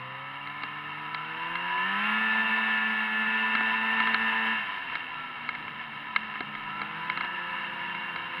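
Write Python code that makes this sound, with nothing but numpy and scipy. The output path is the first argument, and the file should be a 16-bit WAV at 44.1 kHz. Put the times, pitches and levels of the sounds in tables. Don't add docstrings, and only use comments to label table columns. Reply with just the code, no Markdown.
import sys
import numpy as np
from scipy import signal
from scipy.fft import rfft, irfft, next_fast_len
from scipy.io import wavfile
from scipy.ndimage import uniform_filter1d

SR = 44100
rng = np.random.default_rng(int(sys.argv[2]) if len(sys.argv) > 2 else 0)


def linear_from_db(decibels):
    return 10 ** (np.asarray(decibels, float) / 20)


def materialize(psi):
    bounded = np.clip(np.atleast_2d(psi).T, -1, 1)
    quanta = np.round(bounded * 32767).astype(np.int16)
    wavfile.write(sys.argv[1], SR, quanta)


N = 370440
T = np.arange(N) / SR
CRUISE_HZ, PART_HZ = 109.6, 86.84
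CRUISE_LUG_HZ = 240


def engine():
    hz, throttle, _ = controls()
    climb_hz_per_s = np.gradient(hz) * SR
    misfire_pct = 1.6 * (1 - throttle) ** 4
    scatter_pct = 0.16 + misfire_pct + 0.005 * np.maximum(climb_hz_per_s, 0)
    drift = 0.002
    phase = turns(hz * (1 + scatter_pct / 100 * walk(30) + drift * walk(3)))
    case_gain_db = 1.2 * case_db(np.arange(0, SR / 2))

    pulses = exhaust(hz, throttle, climb_hz_per_s, misfire_pct, phase, case_gain_db)
    orders = crank_orders(hz, phase, case_gain_db)
    clean_db = 0.5 - 11 * (1 - throttle) ** 2 + 0.08 * np.clip(climb_hz_per_s, 0, 30)
    level_db = law_db(cruise_db=-29.5, crank_db_per_octave=10, shut_loss_db=-0.6,
                      track_db_per_octave=1.2, pull_db=2.5)
    return pulses + linear_from_db(level_db) * (linear_from_db(-4) * gas(phase) + linear_from_db(clean_db - 1.5) * orders)


# order [crank multiple], level_db [dB], shut_loss_db [dB lost on a shut throttle]
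EXHAUST_TONES = [(2, 0.7, 17.5), (4, 4.5, 16.5), (6, 0, 16), (8, 0, 14), (9, -19.5, 15.5), (16, -5, 22)]
# freq_hz [Hz], gain_db [dB]
PIPE_COLOUR = [(130, -2.5), (170, -11), (215, -1), (290, -13.5), (520, -14), (600, -28.5), (680, -35),
               (890, -24.5)]
# freq_hz [Hz], width_hz [Hz], gain_db [dB]
PIPE_RINGS = [(264, 36, -11.5), (411, 77.5, -15), (1001, 18, 8.5), (1744, 110, 4.5)]


def exhaust(hz, throttle, climb_hz_per_s, misfire_pct, phase, case_gain_db):
    grid_hz = np.arange(0, SR / 2)
    pipe_db = case_gain_db + spectrum_db(PIPE_COLOUR, grid_hz)
    pipe_db = pipe_db + sum(peak_db(grid_hz, *ring) for ring in PIPE_RINGS)
    lumps_db = 1.4 + 2 * misfire_pct
    out = 0
    for order, level_db, shut_loss_db in EXHAUST_TONES:
        tone_db = level_db - shut_loss_db * (1 - throttle) + pipe_db[(order * hz).astype(int)]
        tone = np.sin(order * phase + order)
        out = out + np.sqrt(2) * linear_from_db(tone_db + lumps_db * walk(14)) * tone
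    return out * linear_from_db(2.5 * pull() + 0.05 * np.minimum(climb_hz_per_s, 0))


# order [crank multiple], level_db [dB as heard]
CRUISE_ORDERS = [(3, -32.5), (5, -31.5), (6, -23.5), (7, -20.5), (8, -12.5), (9, -12), (10, -15.5),
                 (11, -16.5), (12, -12.5), (13, -10.5), (14, -18), (15, -10), (16, 0), (17, -25.5),
                 (18, -16.5), (19, -16.5), (20, -15.5), (21, -17), (22, -29.5), (23, -18.5), (24, -9),
                 (25, -11.5), (26, -13.5), (27, -26.5), (28, -28.5), (29, -33), (30, -28.5), (31, -37),
                 (32, -33), (33, -25)]
# order [crank multiple], level_db [dB]
PART_ORDERS = [(3, -12.5), (5, -19.5), (6, -15), (7, -33.5), (8, -15), (9, -12), (10, -8.5), (11, -3),
               (12, -5), (13, -10.5), (14, -7.5), (15, -4.5), (16, -9), (17, -6.5), (18, -7.5), (19, -4.5),
               (20, -4), (21, -11), (22, -12), (23, -23), (24, -10.5), (25, -10), (26, -12), (27, -24),
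               (28, -18), (29, -14.5), (30, -9.5), (31, -17), (32, -3), (33, -10.5)]


def crank_orders(hz, phase, case_gain_db):
    load = np.clip((hz - PART_HZ) / (CRUISE_HZ - PART_HZ), 0, 1)
    wander = [walk(rate=6) for _ in range(11)]
    exhaust_orders = [tone[0] for tone in EXHAUST_TONES]
    out = 0
    for (order, cruise_db), (_, part_db) in zip(CRUISE_ORDERS, PART_ORDERS):
        if order in exhaust_orders:
            continue
        cruise_source_db = cruise_db - case_gain_db[int(order * CRUISE_HZ)]
        part_source_db = 1.63 * part_db - 3.5 - case_gain_db[int(order * PART_HZ)]
        source_db = load * cruise_source_db + (1 - load) * part_source_db
        swell_db = 3.5 * np.tanh(wander[int(order) % 11])
        slip_rad = 0.4 * wander[int(order + 3) % 7]
        heard_db = source_db + case_gain_db[(order * hz).astype(int)] + swell_db
        out = out + linear_from_db(heard_db) * np.sin(order * phase + slip_rad + order * order)
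    return out


def gas(phase):
    puff = 1 + 0.2 * np.cos(2 * phase) + 0.17 * np.cos(phase)
    return coloured(puff * linear_from_db(0.8 * walk(25)) * rng.standard_normal(N), case_db)


def fan():
    hz, throttle, _ = controls()
    blades_per_turn, belt_slip = 17.57, 0.015
    blade_hz = blades_per_turn * hz * (1 - belt_slip * throttle ** 2)
    blades = whine(blade_hz, level_db=-58, resonance=(1348, 75, 19),
                   flutter_db=1.6, smear_rad=0.15, second_db=-28)
    speed_db = 26.5 * np.maximum(np.log2(hz / PART_HZ), 0)
    duct_dip_db = peak_db(blade_hz, 1420, 70, -13)
    case_ring_db = throttle * peak_db(blade_hz, 1775, 130, 14)
    return blades * linear_from_db(speed_db + duct_dip_db + case_ring_db)


def track():
    return whine(controls()[2], level_db=-75, resonance=(213, 110, 21.5),
                 flutter_db=3.0, smear_rad=0.53, second_db=-9.5)


def whine(hz, level_db, resonance, flutter_db, smear_rad, second_db):
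    phase = turns(hz) + smear_rad * walk(20)
    first = linear_from_db(peak_db(hz, *resonance)) * np.sin(phase)
    second = linear_from_db(second_db + peak_db(2 * hz, *resonance)) * np.sin(2 * phase)
    return np.sqrt(2) * linear_from_db(level_db + flutter_db * walk(12)) * (first + second)


# start_s [s], peak_db [dB], thud_db [dB], body_db [dB], click_db [dB]
KNOCKS = [(0.4732, -34.5, -23, 1, -13), (0.635, -20, -21.5, -7.5, -20), (1.1461, -19, -35, -10.5, -17.5),
          (1.5546, -21.5, -30, -7, -23), (3.5518, -17, -19.5, -5.5, -19.5), (3.6075, -19.5, -17, -8, -30),
          (4.002, -20.5, -20, -2, -22), (4.072, -17.5, -25, -10, -26), (4.144, -13, -26, -8.5, -16.5),
          (4.9541, -20.5, -26, -6.5, -18), (5.4902, -20.5, -37, -3, -20), (5.5502, -29, -27, -4, -22),
          (5.6803, -33, -15, 0.5, -25), (6.1618, -12.5, -44, -4.5, -19.5), (6.3552, -31.5, -15, -2, -28),
          (6.406, -21, -12.5, -9, -23), (6.5506, -25, -22, -8.5, -32), (6.8163, -20.5, -20, -11, -18),
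          (7.099, -19, -28, -6, -21), (7.174, -22.5, -24, -5, -20), (7.209, -24, -23, -2, -17),
          (7.2468, -26, -17, -5.5, -22), (7.9492, -29.5, -21, -4, -21), (8.1604, -24.5, -20, -5.5, -19.5)]
# freq_hz [Hz], t60_s [s], level_db [dB], part [0 thud, 1 body, 2 ring, 3 click]
SHELL_MODES = [(254, 0.042, 0.5, 0), (420, 0.037, -5, 0), (730, 0.044, -1.5, 0), (1055, 0.028, -8, 3),
               (1305, 0.022, 1.5, 1.5), (1640, 0.026, -6, 2), (2152, 0.022, 3.5, 1),
               (2650, 0.024, -4.5, -0.5), (3190, 0.024, -15, -2.5), (3780, 0.012, 0, 3),
               (3993, 0.017, 2, 3), (4500, .012, -6, 3)]


def knocks():
    size, crack_size = 4096, 256
    out, t = np.zeros(N + size), np.arange(size) / SR
    chance = rng.standard_normal((len(KNOCKS), 2 * len(SHELL_MODES)))
    cracks = coloured(rng.standard_normal(N), lambda hz: case_db(hz) - 14 * (hz < 950))
    cracks = cracks[:crack_size * len(KNOCKS)].reshape(-1, crack_size)
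    rise_s = (0.0016, 0.00067, 0.0038, 0.00035)
    for (start_s, peak, thud_db, body_db, click_db), luck, crack in zip(KNOCKS, chance, cracks):
        part_db = (thud_db + 5.5, body_db + 4.5, 8.5, click_db + 4.5)
        ring = 0
        for k, (hz, t60_s, mode_db, part) in enumerate(SHELL_MODES):
            part = int(part)
            detune, spread = 0.013 * luck[2 * k], 1.1 * luck[2 * k + 1]
            shape = np.exp(-np.log(1000) * t / t60_s) * (1 - np.exp(-(t / rise_s[part]) ** 2))
            tone = np.sin(2 * np.pi * hz * (1 + detune) * t + spread)
            ring = ring + linear_from_db(mode_db + part_db[part] + spread) * shape * tone
        ring[:crack_size] += linear_from_db(-9) * crack * np.hanning(crack_size) ** 2
        i = int((start_s - 0.0006) * SR)
        out[i:i + size] += linear_from_db(peak) * ring
    out = out[:N]
    rattle = linear_from_db(-51) * np.abs(out) * coloured(rng.standard_normal(N), air_db)
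    walls = signal.butter(8, 4900, fs=SR, output="sos")
    return signal.sosfilt(walls, out) + rattle


# freq_hz [Hz], level_db [dB]
RUMBLE_COLOUR = [(20, -9.5), (45, -4), (90, 2.5), (150, 12), (250, 8.5), (350, 3.5), (600, 2.5), (800, -13),
                 (1500, -35)]


def rumble():
    level_db = law_db(cruise_db=-75, crank_db_per_octave=-2, shut_loss_db=-0.8,
                      track_db_per_octave=2.5, pull_db=-0.5)
    rougher_db_per_s = 0.72
    grind = linear_from_db(1.2 * walk(10)) * rng.standard_normal(N)
    grind = coloured(grind, lambda hz: spectrum_db(RUMBLE_COLOUR, hz))
    return linear_from_db(level_db + rougher_db_per_s * T + 14) * grind


def air_hiss():
    level_db = law_db(cruise_db=-70.5, crank_db_per_octave=15.5, shut_loss_db=2.5,
                      track_db_per_octave=-1.1, pull_db=1)
    flutter = linear_from_db(0.4 * walk(12) + 0.9 * walk(40))
    return linear_from_db(level_db + 1.5) * coloured(flutter * rng.standard_normal(N), air_db)


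# peak_s [s], peak_db [dB]
GUSTS = [(.02, -74), (.44, -74), (.89, -72), (1.52, -61), (2.34, -84), (3.55, -63), (3.74, -63.5),
         (4.02, -64.5), (4.23, -62.5), (4.92, -70), (5.19, -72), (5.57, -75), (6.2, -71), (6.6, -63),
         (6.81, -76), (7.2, -74), (7.5, -66), (8.19, -77)]


def wind():
    rise_s, fall_s, breeze_db, breeze_db_per_octave = 0.045, 0.07, -83, 8
    band = signal.butter(2, [18, 45], "band", fs=SR, output="sos")
    buffet = unit(signal.sosfilt(band, rng.standard_normal(N)))
    level = linear_from_db(breeze_db + breeze_db_per_octave * np.log2(controls()[2] / CRUISE_LUG_HZ))
    for peak_s, gust_db in GUSTS:
        level = level + linear_from_db(gust_db) * np.exp(np.minimum((T - peak_s) / rise_s, (peak_s - T) / fall_s))
    return buffet * level


# freq_hz [Hz], gain_db [dB]
CASE_COLOUR = [(60, -51), (160, -31.5), (300, -30.5), (600, -29), (700, -19), (1500, -17), (2400, -18),
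               (3300, -27), (4300, -38.5), (5400, -53), (5900, -73.5), (16000, -100)]
# freq_hz [Hz], width_hz [Hz], gain_db [dB]
CASE_MODES = [(996.7, 88, 14.5), (1303, 110, 8), (1765, 188, 13), (1850, 29, -9.5), (2197, 230, 9),
              (2396, 100, -11), (2764, 236, 15), (3092, 130, 10), (3827, 290, 10), (5170, 230, 9)]


def case_db(hz):
    return spectrum_db(CASE_COLOUR, hz) + sum(peak_db(hz, *mode) for mode in CASE_MODES)


# freq_hz [Hz], level_db [dB]
AIR_COLOUR = [(4500, -29), (5500, -8), (6000, -10.5), (6500, -8), (7500, -12.5), (8200, -11), (9000, -5.5),
              (10500, -2), (12400, -6.5), (13400, -8.5), (16000, -15)]
# [dB, rib height is 5 + 0.3 times this]
AIR_PEAKS = [(9600, 270, -2.5), (10800, 140, -1), (11600, 150, -2.5), (13400, 260, -4.5), (14400, 360, -9)]


def air_db(hz):
    ribs_db = sum(peak_db(hz, f, width_hz, 5 + 0.3 * g) for f, width_hz, g in AIR_PEAKS)
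    return spectrum_db(AIR_COLOUR, hz) + ribs_db


# time_s [s], crank_hz [turns per s]
CRANK_SPEED = [(0, 63.85), (.5, 72.42), (1.14, 76.15), (1.5, 84.25), (1.83, 92.34), (2.03, 104.9),
               (2.2, 109), (2.57, 110.5), (3.11, 108.6), (3.39, 110.7), (4.53, 111.9), (4.84, 87.9),
               (5.17, 77.3), (5.52, 73.58), (6.58, 74.38), (6.8, 76.92), (7.27, 88.25), (8.4, 86.1)]
# time_s [s], opening [0-1]
THROTTLE = [(0, .62), (1.2, .57), (1.7, 0.74), (2.15, 0.93), (3, .9), (3.6, 0.94), (4.52, 1), (4.66, .25),
            (4.9, .03), (5.5, .2), (6.55, .22), (6.85, 0.51), (7.25, 0.61), (8.4, 0.51)]
# time_s [s], lug_hz [lugs per s]
TRACK_SPEED = [(0, 98), (1.05, 105), (1.8, 135), (2.1, 176), (2.62, 216), (3.5, 238), (4.05, 262),
               (4.55, 290), (4.8, 263), (5.96, 223), (6.6, 209), (8.4, 202)]


def controls():
    flywheel_s = 0.07
    hz = uniform_filter1d(curve(CRANK_SPEED), int(flywheel_s * SR), mode="nearest")
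    return hz, np.clip(curve(THROTTLE), 0, 1), curve(TRACK_SPEED)


def pull():
    pull_s, full_pull_hz_per_s = 0.35, 100
    gain_hz_per_s = np.maximum(np.gradient(curve(TRACK_SPEED)) * SR, 0)
    return uniform_filter1d(gain_hz_per_s, int(pull_s * SR)) / full_pull_hz_per_s


def law_db(cruise_db, crank_db_per_octave, shut_loss_db, track_db_per_octave, pull_db):
    hz, throttle, lug_hz = controls()
    crank_db = crank_db_per_octave * np.log2(hz / CRUISE_HZ)
    track_db = track_db_per_octave * np.log2(lug_hz / CRUISE_LUG_HZ)
    return cruise_db + crank_db + track_db - shut_loss_db * (1 - throttle) + pull_db * pull()


def curve(table):
    time_s, value = np.transpose(table)
    return np.interp(T, time_s, value)


def turns(hz):
    return 2 * np.pi * np.cumsum(hz) / SR


def unit(x):
    return x / np.sqrt(np.mean(x ** 2))


def walk(rate):
    k = int(SR / rate)
    steps = np.repeat(rng.standard_normal(N // k + 1), k)
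    return unit(uniform_filter1d(uniform_filter1d(steps, k), k)[:N])


def peak_db(hz, centre_hz, width_hz, db):
    return db / (1 + (2 * (hz - centre_hz) / width_hz) ** 2)


def spectrum_db(points, hz):
    freq_hz, db = np.transpose(points)
    return np.interp(np.log(hz + 1), np.log(freq_hz), db)


def coloured(x, gain_db):
    size = next_fast_len(N)
    hz = np.arange(size // 2 + 1) * SR / size
    return unit(irfft(rfft(x, size) * linear_from_db(gain_db(hz)), size)[:N])


def scene():
    machine = engine() + fan() + track()
    return (machine + knocks() + rumble() + air_hiss() + wind())[None]


def roll_off(x):
    return signal.sosfilt(signal.butter(12, 15710, fs=SR, output="sos"), x)


# freq_hz [Hz], level_db [dB]
CIRCUIT_TONES = [(15165, -93.5), (15256, -89.5)]
# freq_hz [Hz], width_hz [Hz]
WHINE_TRAPS = [(6000, 490), (8000, 1100)]


def record(dry):
    sound = dry + linear_from_db(-104) * np.diff(rng.standard_normal(N + 3), n=3)
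    for hz, level_db in CIRCUIT_TONES:
        sound = sound + np.sqrt(2) * linear_from_db(level_db) * np.sin(2 * np.pi * hz * T + 0.5 * walk(40))
    for hz, width_hz in WHINE_TRAPS:
        sound = signal.lfilter(*signal.iirnotch(hz, hz / width_hz, SR), sound)
    top_cut = signal.ellip(10, 0.2, 60, 15750, fs=SR, output="sos")
    return roll_off(signal.sosfilt(top_cut, sound))


dry = scene()
out = record(dry)
materialize(out)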